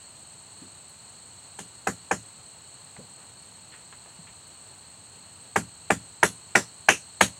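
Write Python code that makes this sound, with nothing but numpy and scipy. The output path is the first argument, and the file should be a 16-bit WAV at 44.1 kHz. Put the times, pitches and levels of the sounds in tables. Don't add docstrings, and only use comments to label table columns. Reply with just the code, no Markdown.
import sys
import numpy as np
from scipy import signal
from scipy.fft import rfft, irfft
from scipy.io import wavfile
from scipy.ndimage import uniform_filter1d

SR = 44100
rng = np.random.default_rng(int(sys.argv[2]) if len(sys.argv) > 2 else 0)


def wav_record(signal):
    frames = np.transpose(np.atleast_2d(signal))
    bounded = np.clip(frames, -1, 1)
    quanta = np.round(bounded * 32767).astype(np.int16)
    wavfile.write(sys.argv[1], SR, quanta)


N = 325898
t = np.arange(N) / SR
age = t[:SR // 2]


# start_s, force_db, glance_db (higher is more glancing), crack_db, nail_ring_hz, nail_buzz_db
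BLOWS = [(1.5873, -34, -0.5, -34.5, 7160, -35.5), (1.8691, -16, 0.5, -27, 7260, -51),
         (2.11, -14, 1, -29.5, 6900, -30), (5.558, -12.5, -2.5, -22.5, 7500, -33),
         (5.902, -10, -2, -21, 7240, -47), (6.2285, -8.5, 1, -16, 10000, -32),
         (6.552, -7.5, 3, -15, 5600, -29), (6.885, -7.5, 6.5, -15.5, 6200, -6.5),
         (7.208, -8.5, -4, -11, 7600, -18.5)]


def hammering():
    out = np.zeros(N)
    spot_phases = rng.random(len(LOG_MODES))
    energy = undb(np.array(BLOWS)[:, 1]) ** 2
    depths = (np.cumsum(energy) - energy) / np.sum(energy)
    for (start_s, *swing), depth in zip(BLOWS, depths):
        aim = 0.2 * rng.standard_normal(len(LOG_MODES))
        add(out, start_s, blow(spot_phases + aim, **stroke(*swing, depth)))
    return out


def stroke(force_db, glance_db, crack_db, nail_hz, buzz_db, depth):
    thud_db = -13 + 0.59 * force_db - glance_db - 3.5 * depth
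    nail_db = -25 + 0.48 * force_db + glance_db
    return dict(knock_db=force_db, thud_db=thud_db, nail_db=nail_db,
                crack_db=crack_db + 1.5, buzz_db=buzz_db - 9,
                knock_top_hz=1800 + 1450 * depth,
                nail_hz=nail_hz,
                buzz_hz=2980 - 55 * glance_db,
                length=0.88 * (1 + 0.015 * glance_db))


def blow(phases, knock_db, knock_top_hz, thud_db, crack_db, nail_hz, nail_db, buzz_hz, buzz_db, length):
    wood = struck_wood(phases, knock_top_hz, length)
    crack = nail_crack(length)
    nail = burst(band(nail_hz, 1400, len(age)), fade(rise=0.0014, t60=0.22 * length, delay=0.0023))
    buzz = burst(band(buzz_hz, 510, len(age)), fade(rise=0.002, t60=0.16, delay=0.00078))
    steel = undb(crack_db) * crack + undb(nail_db) * nail + undb(buzz_db) * buzz
    return undb(knock_db) * wood + steel + undb(thud_db) * stack_thud()


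# pitch_hz, relative_level_db, base_time_to_fall_60_db_s
LOG_MODES = [(344, -6, .12), (433, -6, .12), (487, -5, .11), (594, -4, .1), (632, -7, .08), (740, -5, .07),
             (778, -1, .09), (850, -4, .07), (942, -6, .08), (998, -2, .09), (1095, -7, .08),
             (1200, -5, .09), (1383, -6, .12), (1440, -5, .1), (1534, -5, .09), (1636, -2, .095),
             (1709, -4, .09), (1771, -3, .095), (1905, -3, .095), (2042, -3, .1), (2272, -6, .11),
             (2333, -2, .1), (2532, -2, .12), (2621, -6, .11), (2802, -4, .13), (2944, -7, .14),
             (3103, -8, .13)]
# pitch_hz, relative_level_db
SCATTER_COLOUR = [(40, -49), (100, -0.5), (200, 3), (400, 10), (800, -1), (1200, 0), (2000, 6.5),
                  (3000, -41), (5000, -37), (16000, -56)]


def struck_wood(phases, knock_top_hz, length):
    log = ring(LOG_MODES, phases, rise=0.0024, length=length, detune=0.0042)
    scatter = burst(coloured(SCATTER_COLOUR, len(age)), fade(rise=0.006, t60=0.13 * length))
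    crunch = burst(band(1890, 1540, len(age)), fade(rise=0.00082, t60=0.018, delay=0.0037))
    wood = undb(17) * knock() + undb(-0.5) * log + undb(-6.5) * scatter + undb(6.5) * crunch
    return signal.sosfilt(signal.butter(4, knock_top_hz, fs=SR, output="sos"), wood)


# pitch_hz, relative_level_db, time_to_fall_60_db_s
KNOCK_MODES = [(464, -18, 0.019), (752, -1, 0.0098), (852, 0, 0.016), (1255, 2, 0.0074), (1697, 0, 0.014),
               (2295, 0.5, .016), (3225, -12.5, 0.031)]


def knock():
    phases = cresting(KNOCK_MODES, crest_s=0.002505)
    direct = ring(KNOCK_MODES, phases, rise=0.0023, length=1, detune=0.051)
    return direct + 0.2 * late(direct, 0.0063) + 0.16 * late(direct, 0.0127)


# pitch_hz, relative_level_db
CRACK_COLOUR = [(1000, -2.5), (3000, 0), (4200, -5.5), (5200, -5), (6800, 4), (9500, -0.5), (12800, -16),
                (14200, -24), (15900, -30)]


def nail_crack(length):
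    touch = undb(-16) * fade(rise=0.00012, t60=0.018)
    snap = undb(1) * fade(rise=0.00072, t60=0.02, delay=0.0034)
    back = undb(-5) * fade(rise=0.014, t60=0.19 * length, delay=0.003)
    noise = splintered(coloured(CRACK_COLOUR, len(age)), ripple_db=3.5)
    return burst(noise * grit(swing_db=1.8, size=50), touch + snap + back)


def splintered(x, ripple_db):
    hz = np.arange(0, SR / 2, 350)
    db = ripple_db * rng.standard_normal(len(hz))
    return unit(shape(x, lambda f: undb(np.interp(f, hz, db))))


# pitch_hz, relative_level_db, time_to_fall_60_db_s
STACK_MODES = [(78, -11, 0.29), (94.7, -6.5, 0.22), (114.7, -6.5, 0.34), (166.8, -1, 0.24),
               (192.4, 4.5, 0.15), (206, 4, 0.16), (259.2, -3, 0.19), (294, -8.5, 0.22), (369, -3.5, 0.098)]


def stack_thud():
    phases = cresting(STACK_MODES, crest_s=0.01964)
    return ring(STACK_MODES, phases, rise=0.014, length=1, detune=0.014, delay=0.0082)


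def shifting():
    return bumps() + scuffs() + ticks()


# start_s, level_db, centre_hz
BUMPS = [(0.616, -42, 238), (2.984, -40.5, 170), (2.987, -44.5, 430), (4.186, -44.5, 162)]


def bumps():
    out = np.zeros(N)
    for start_s, level_db, hz in BUMPS:
        noise = band(hz, 0.56 * hz, len(age))
        add(out, start_s, undb(level_db) * burst(noise, fade(rise=0.0034, t60=0.18)))
    return out


# start_s, level_db, centre_hz, time_to_fall_60_db_s
SCUFFS = [(2.957, -46, 1000, 0.15), (3.16, -48, 780, .38), (3.712, -44, 1900, .26),
          (3.924, -43.5, 1440, 0.095), (4.05, -46, 800, 0.16), (4.266, -42.5, 2100, 0.11)]


def scuffs():
    out = np.zeros(N)
    soft = signal.butter(4, 3500, fs=SR, output="sos")
    for start_s, level_db, hz, t60 in SCUFFS:
        scuff = rub(hz, width=1.6 * hz, rise=0.22 * t60 ** 2, t60=t60)
        add(out, start_s, undb(level_db) * signal.sosfilt(soft, scuff))
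    return out


# start_s, level_db, time_to_fall_60_db_s
TICKS = [(0.888, -58, .17), (3.418, -55, .03), (4.476, -54, .025)]


def ticks():
    out = np.zeros(N)
    for start_s, level_db, t60 in TICKS:
        add(out, start_s, undb(level_db) * rub(9300, width=4500, rise=0.03 * t60, t60=t60))
    return out


def rub(hz, width, rise, t60):
    return burst(band(hz, width, len(age)), fade(rise, t60) * grit(swing_db=3, size=200))


# centre_hz, width_hz, level_before_swell_db, average_pulses_per_s, pulse_swing_db
INSECTS = [(8413, 120, -57, 31, 5), (8236, 330, -54.5, 86, -1), (7850, 530, -56, 17, -1),
           (7220, 1660, -58.5, 29, -2), (4341, 154, -60.5, 55.7, 2.5), (4157, 500, -59, 42, 0)]
# time_s, change_db
CHORUS_SWELL = [(0, 0.6), (5.2, -0.53), (7.39, 1.5)]


def insects():
    chorus_db = np.interp(t, *np.transpose(CHORUS_SWELL))
    beat_s = t + np.cumsum(0.01 * drift(3.2)) / SR
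    out = 0
    for hz, width, level_db, rate, swing_db in INSECTS:
        throb = undb(swing_db * np.sin(2 * np.pi * rate * beat_s))
        swell_db = chorus_db + 0.25 * drift(9.7)
        out = out + undb(level_db + swell_db) * unit(band(hz, width, N) * throb)
    return out


# pitch_hz, relative_level_db
AIR_COLOUR = [(25, -19), (40, -10), (55, -6.5), (90, 5), (160, 2), (280, -6), (500, -7), (900, -4),
              (1500, -9.5), (2300, -12.5), (2900, -8), (3600, -14.5), (5200, -24), (9500, -35.5),
              (15500, -27)]


def air():
    flutter_db = 0.4 * drift(8)
    return coloured(AIR_COLOUR, N) * undb(-54.5 + flutter_db)


def undb(db):
    return 10 ** (np.asarray(db) / 20)


def unit(x):
    return x / np.sqrt(np.mean(x ** 2))


def shape(x, gain):
    hz = np.maximum(np.fft.rfftfreq(len(x), 1 / SR), 1)
    return irfft(rfft(x) * gain(hz), len(x))


def coloured(points, size):
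    hz, db = np.transpose(points)
    noise = rng.standard_normal(size)
    return unit(shape(noise, lambda f: undb(np.interp(np.log(f), np.log(hz), db))))


def band(hz, width, size):
    noise = rng.standard_normal(size)
    return unit(shape(noise, lambda f: 1 / (1 + ((f - hz * hz / f) / (1.004 * width)) ** 2)))


def drift(rate):
    return unit(shape(rng.standard_normal(N), lambda f: (f > 1) * np.exp(-f / rate)))


def grit(swing_db, size):
    jumps = uniform_filter1d(rng.standard_normal(len(age)), size=size)
    return undb(swing_db * unit(jumps))


def fade(rise, t60, delay=0):
    a = np.maximum(age - delay, 0)
    return (1 - np.exp(-(a / rise) ** 2)) * np.exp(-np.log(1000) * a / t60)


def burst(noise, envelope):
    x = noise * envelope
    return x * np.sqrt(np.sum(envelope ** 2) / np.sum(x ** 2))


def ring(modes, phases, rise, length, detune, delay=0):
    out = 0
    for (hz, db, t60), phase in zip(modes, phases):
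        cycles = hz * (1 + detune * rng.standard_normal()) * age + phase
        strength = undb(db + 0.42 * rng.standard_normal())
        out = out + strength * np.sin(2 * np.pi * cycles) * fade(rise, t60 * length, delay)
    return out / np.sqrt(np.sum(undb(np.array(modes)[:, 1]) ** 2))


def cresting(modes, crest_s):
    return [0.25 - hz * crest_s for hz, _, _ in modes]


def late(x, lag):
    return np.interp(age - lag, age, x, left=0)


def add(track, s, sound):
    i = int(s * SR)
    track[i:i + len(sound)] += sound[:N - i]


def scene():
    return (hammering() + shifting() + insects() + air())[None]


def record(dry):
    ceiling = 0.95
    rounded = ceiling * np.tanh(dry / ceiling)
    no_rumble = signal.sosfilt(signal.butter(2, 45, "high", fs=SR, output="sos"), rounded)
    return signal.sosfilt(signal.ellip(8, 0.2, 70, 15900, fs=SR, output="sos"), no_rumble)


dry = scene()
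out = record(dry)
wav_record(out)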